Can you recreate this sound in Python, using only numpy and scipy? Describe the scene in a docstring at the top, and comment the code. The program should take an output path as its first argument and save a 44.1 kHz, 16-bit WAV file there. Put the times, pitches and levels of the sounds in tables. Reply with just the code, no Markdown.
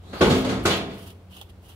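"""Knife on charred hide, with banging sheet metal

A knife scrapes the charred hide of an animal's head in a walled yard: friction crumbles the crust in
short gritty strokes and rings the blade. Out of sight something big and hollow, probably a sheet-metal
door, bangs twice, rattles and booms away as its modes decay. A low hum and faint rumble lie beneath."""
import sys
import numpy as np
from scipy import signal
from scipy.fft import rfft, irfft, next_fast_len
from scipy.io import wavfile
from scipy.ndimage import map_coordinates

SR = 44100
rng = np.random.default_rng(int(sys.argv[2]) if len(sys.argv) > 2 else 0)


def to_wav(s):
    """Save 16-bit WAV."""
    ch = np.atleast_2d(s).T  # columns
    pcm = np.round(np.clip(ch, -1, 1) * 32767)  # PCM
    wavfile.write(sys.argv[1], SR, pcm.astype(np.int16))


N = 77175
T = np.arange(N) / SR

# Knife strokes: start_s, rise_s, hold_s, release_s, level_db, blade_relative_db
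STROKES = [(0.12, 0.12, 0.17, 0.03, -46, -4), (0.62, .03, .13, 0.014, -46, -0.5),
           (0.867, 0.15, 0.089, 0.034, -51, -2.5), (1.294, 0.029, 0.1, 0.02, -53.5, 0.5),
           (1.486, .015, 0.003, 0.011, -57, 1.5), (1.605, 0.092, 0.014, 0.056, -53, -2.5)]
# The edge catching on the crust: start_s, t60_s, snap_db, knock_db
CATCHES = [(1.103, 0.015, -42, -62), (1.366, 0.048, -41.5, -45.5), (1.4122, 0.03, -35.5, -38.5),
           (1.423, 0.029, -48, -52), (1.429, 0.023, -49, -58)]
# Spectra of crumbling char, ringing blade, snapping crust and knocked skull: frequency_hz, density_db
CRUST_SPECTRUM = [(200, -20), (400, -5), (750, 7.5), (1200, 4), (2000, -0.5), (3000, -14), (4500, -0.5),
                  (7500, -5), (10500, 0.5), (15000, -4)]
BLADE_SPECTRUM = [(2000, -47), (2600, -8.5), (3050, -2.5), (3500, -10.5), (4500, -18.5), (7000, -68)]
SNAP_SPECTRUM = [(1500, -38), (2300, -19), (2800, 1), (3300, 7.5), (3700, -4), (4500, -10.5), (8000, -12.5),
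                 (15000, -10.5)]
SKULL_SPECTRUM = [(400, -20), (650, -8), (780, 3), (950, -15), (1130, -5), (1400, -21), (2500, -35)]
# Left-right likeness of the knife: frequency_hz, coherence_ratio
KNIFE_COHERENCE = [(300, 1), (1400, .4), (8000, 0.1)]
# Blows on the sheet: start_s, rise_s, level_db, boom_db, clang_db, rattle_db, sizzle_db, t60_ratio
BLOWS = [(.0, 0.13, -44, 7.5, -1.5, -6.5, 2, 1.5), (0.127, 0.0079, -37, 1.5, 7, 1.5, -5, 2.3),
         (.207, 0.0089, -15, -7, 1, 1, -3.5, 0.83), (0.257, 0.014, -16.5, 0, -4, -22, -7, 0.31),
         (.293, 0.017, -22.5, 6, 1, 4.5, 3, 1.09), (.444, 0.0043, -22, -18, -4.5, -5.5, -5, 1.0),
         (0.483, 0.015, -27, 7.5, 3, 1.5, 1, 0.99), (.653, 0.0048, -22.5, 0.5, 6.5, 7, 12, 0.74),
         (0.693, 0.018, -29.5, -3, 8.5, 16.5, 3, 0.74), (0.783, 0.021, -30.5, 3.5, -3, -6, -9, 0.84),
         (.88, 0.038, -44, -6, 2.5, 7, -4, 0.97)]
# Spectrum of the sheet's dense, weak modes: frequency_hz, density_db
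SHEET_SPECTRUM = [(25, -53), (55, -3), (90, -9), (200, -0.5), (300, -5.5), (420, -3), (600, -8), (830, -10),
                  (930, -13), (1080, -11.5), (1450, -13.5), (1900, -18.5), (3400, -16.5), (4400, -21),
                  (5200, -25), (6800, -26), (8000, -32), (12000, -37), (15500, -55)]
# Their decay by band, which each blow scales by its t60_ratio: centre_hz, base_t60_s
SHEET_DECAY = [(60, 1), (170, 1), (400, 0.9), (900, 0.68), (2000, 0.61), (4000, 0.54), (7000, 0.46),
               (14000, 0.49)]
# The three blows that excite the strong modes: start_s, rise_s
HEAVY_BLOWS = [(0.206, 0.0096), (0.29, 0.024), (0.65, 0.0042)]
# The sheet's strong modes: pitch_hz, t60_s, first_blow_db, second_blow_db, third_blow_db
STRONG_MODES = [(91.9, 0.58, -27.5, -24.5, -27.5), (148.8, 0.22, -26, -21, -47),
                (196, 1, -24.5, -24, -31.5), (259.4, 1, -29.5, -19, -41), (336.2, 0.36, -20.5, -38, -21),
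                (373, 0.67, -18, -26.5, -44), (402.3, 0.84, -29, -52, -28), (443.8, 0.93, -22, -31, -34),
                (485, 0.49, -19.5, -49, -34), (544, 0.32, -26, -55, -42), (575, 0.42, -25, -47, -29.5),
                (669.3, 0.76, -27.5, -48, -26.5), (870, 0.43, -29.5, -65, -35), (1067, .5, -40, -39, -30.5),
                (1119, 0.15, -20.5, -62, -30), (1430, 0.16, -23.5, -58, -28),
                (1501, 0.32, -26.5, -50, -27.5), (1613, 0.47, -45, -43, -40), (1863, 0.47, -46, -40, -32.5),
                (2282, 0.61, -33.5, -52, -32.5), (3334, 0.61, -37, -46, -34), (3660, 0.65, -38, -42, -47),
                (4200, 0.48, -43, -50, -42)]
# Left-right likeness of the sheet and the rumble: frequency_hz, coherence_ratio
DISTANT_COHERENCE = [(60, 0.97), (130, 0.99), (290, 0.83), (640, 0.84), (1400, 0.15), (3100, 0.12),
                     (12000, 0.16)]
# Path of the swish before the first bang: time_s, centre_hz, level_db
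SWISH_PATH = [(0, 3260, -73), (0.049, 3520, -62), (0.121, 4060, -55), (0.201, 4520, -43), (.24, 4580, -80)]
# Tones of the hum: pitch_hz, level_db, waver_db
HUM_TONES = [(89.7, -51.5, 2.5), (185.3, -63.5, 7.5)]
# Spectrum of the rumble: frequency_hz, density_db
RUMBLE_SPECTRUM = [(25, -21), (55, 2), (90, 8.5), (125, -6), (180, -8), (270, -9), (400, -10.5),
                   (800, -17.5), (1800, -26), (3500, -30), (7000, -39), (15000, -41.5)]

GRAINS_PER_S, GRIT_DB, CATCH_RISE_S = 700, 0.5, 0.0023
KNIFE_PAN_DB = -2  # left level relative to right
KNIFE_LAG_S, SHEET_LAG_S = 0.000225, 0.00012  # both arrive on the right first
BOOM_HZ, BODY_HZ, CLANG_HZ, RATTLE_HZ, SIZZLE_HZ = 110, 366, 1300, 3100, 11100  # a blow's tone controls
RIPPLE_DB, RIPPLE_STEP_HZ, MODE_WAVER_RAD = 2.5, 28, 0.45
YARD_T60_S, YARD_DB = 0.45, -14.5
SWISH_WIDTH_HZ, RUMBLE_DB, TOP_HZ = 570, -49, 15750


def knife():
    """Friction: the edge crumbles char and rings the blade; each catch snaps and knocks the skull."""
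    pressure, blade_drive = np.zeros(N), np.zeros(N)
    for start, rise, hold, release, db, blade_db in STROKES:
        stroke = amp(db) * np.interp(T, start + np.cumsum([0, rise, hold, release]), [0, 1, 1, 0])
        pressure += stroke
        blade_drive += amp(blade_db) * stroke
    grit = unit_rms(amp(GRIT_DB * wobble(GRAINS_PER_S) + 2.2 * wobble(70.5)))
    out = grit * pressure * noise(CRUST_SPECTRUM, KNIFE_COHERENCE)
    out += amp(-1 + 1.6 * wobble(90)) * blade_drive * noise(BLADE_SPECTRUM, KNIFE_COHERENCE)
    for start, t60, snap_db, knock_db in CATCHES:
        snap = amp(snap_db) * noise(SNAP_SPECTRUM, KNIFE_COHERENCE)
        knock = amp(knock_db) * noise(SKULL_SPECTRUM, KNIFE_COHERENCE)
        out += struck(start, CATCH_RISE_S, t60) * (snap + knock)
    return delay_left(out, KNIFE_LAG_S) * amp([[KNIFE_PAN_DB / 2], [-KNIFE_PAN_DB / 2]])


def sheet_clatter():
    """High modal density: the struck sheet's weak modes merge into noise, the treble dying first."""
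    out = np.zeros((2, N))
    centres, t60s = np.transpose(SHEET_DECAY)
    crossovers = [list(zip(centres, weights)) for weights in np.eye(len(centres))]
    peaks_db = RIPPLE_DB * rng.standard_normal(N)  # the same spectral peaks and dips for every blow
    for start, rise, db, boom, clang, rattle, sizzle, t60_ratio in BLOWS:
        tone = [(BOOM_HZ, boom), (BODY_HZ, 0), (CLANG_HZ, clang),
                (RATTLE_HZ, rattle), (SIZZLE_HZ, sizzle)]

        def band_gains(hz):
            ripple_db = np.interp(hz / RIPPLE_STEP_HZ, np.arange(N), peaks_db)
            ripple_db *= np.minimum(hz / CLANG_HZ, 1)  # shallower in the bass
            shares = np.array([[curve_at(crossover, hz)] for crossover in crossovers])
            return shares * amp(curve_at(tone, hz) + ripple_db)

        bands = filtered(noise(SHEET_SPECTRUM, DISTANT_COHERENCE), band_gains)
        for band, t60 in zip(bands, t60s):
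            out += amp(db) * band * struck(start, rise, t60 * t60_ratio)
    return out


def sheet_ring():
    """Free vibration: each strong mode is a damped sinusoid in which the heavy blows' energies add."""
    out = np.zeros(N)
    for hz, t60, *levels in STRONG_MODES:
        energy = sum((amp(db) * struck(start, rise, t60)) ** 2
                     for (start, rise), db in zip(HEAVY_BLOWS, levels))
        phase = 2 * np.pi * (hz * T + rng.random()) + MODE_WAVER_RAD * wobble(24.97)
        out += np.sqrt(energy) * np.sin(phase)
    return out


def swish():
    """Modulation: low-passed noise on a rising carrier is a narrow hiss climbing to the first bang."""
    times, hz, db = np.transpose(SWISH_PATH)
    white = rng.standard_normal((2, N))
    band = unit_rms(filtered(white, lambda f: np.exp(-(f / SWISH_WIDTH_HZ) ** 2)))
    envelope = amp(np.interp(T, times, db)) * (T < times[-1])
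    phase = 2 * np.pi * np.cumsum(np.interp(T, times, hz)) / SR
    return envelope * band * np.sqrt(2) * np.sin(phase)


def yard(x):
    """Reverberation: diffuse reflections from the walls form a short, exponentially decaying tail."""
    tail = rng.standard_normal((2, N)) * struck(start=0.0045, rise=0.0047, t60=YARD_T60_S)
    return signal.fftconvolve(x, tail / np.linalg.norm(tail[0]), axes=1)[:, :N]


def background():
    """Ambient noise: two low tones, wavering in level and phase, hum over a distant rumble."""
    hum = np.zeros(N)
    for hz, db, waver_db in HUM_TONES:
        amplitude = np.sqrt(2) * amp(db + waver_db * wobble(8.38))
        hum += amplitude * np.sin(2 * np.pi * hz * T + 0.2 * wobble(17))
    return hum + amp(RUMBLE_DB) * noise(RUMBLE_SPECTRUM, DISTANT_COHERENCE)


def amp(db):
    """Amplitude ratio of a level in decibels."""
    return 10 ** (np.asarray(db) / 20)


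def unit_rms(x):
    """Normalisation to an rms of 1."""
    return x / np.sqrt(np.mean(x ** 2) + 1e-20)


def curve_at(points, hz):
    """Interpolation of (frequency_hz, value) points on a logarithmic frequency axis."""
    frequencies, values = np.transpose(points)
    return np.interp(np.log(hz + 1), np.log(frequencies + 1), values)


def wobble(knots_per_s):
    """Random modulation: a smooth spline through Gaussian knots."""
    return map_coordinates(rng.standard_normal(N), [T * knots_per_s], mode="wrap")


def filtered(x, response):
    """Linear filtering: the spectrum is multiplied by a frequency response."""
    size = next_fast_len(N + SR // 10)
    return irfft(rfft(x, size) * response(np.fft.rfftfreq(size, 1 / SR)), size)[..., :N]


def noise(spectrum, coherence):
    """Partial coherence: independent mid and side noises mix to coloured stereo noise of rms 1."""
    def mid_side_gains(hz):
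        angle = np.arccos(np.clip(curve_at(coherence, hz), -1, 1)) / 2
        return amp(curve_at(spectrum, hz)) * [np.cos(angle), np.sin(angle)]

    mid, side = filtered(rng.standard_normal((2, N)), mid_side_gains)
    return unit_rms(np.array([mid + side, mid - side]))


def struck(start, rise, t60):
    """Damping: after a linear rise the envelope falls 60 dB every t60 seconds."""
    attack = np.clip((T - start) / max(rise, 1e-4), 0, 1)
    return attack * amp(-60 * np.maximum(T - start - rise, 0) / t60)


def delay_left(x, lag_s):
    """Arrival-time difference: the left channel trails the right."""
    return filtered(x, lambda hz: np.exp(1j * np.pi * hz * lag_s * np.array([[-1], [1]])))


def scene():
    """Superposition: the near knife and its reverberation, the farther sheet, swish and background."""
    scraping = knife()
    reflections = amp(YARD_DB) * yard(scraping)
    banging = delay_left(sheet_clatter() + sheet_ring(), SHEET_LAG_S)
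    return scraping + reflections + banging + swish() + background()


def record(dry):
    """Band limiting: an ideal low-pass filter removes everything above TOP_HZ."""
    return filtered(dry, lambda hz: hz < TOP_HZ)


dry = scene()
out = record(dry)
to_wav(out)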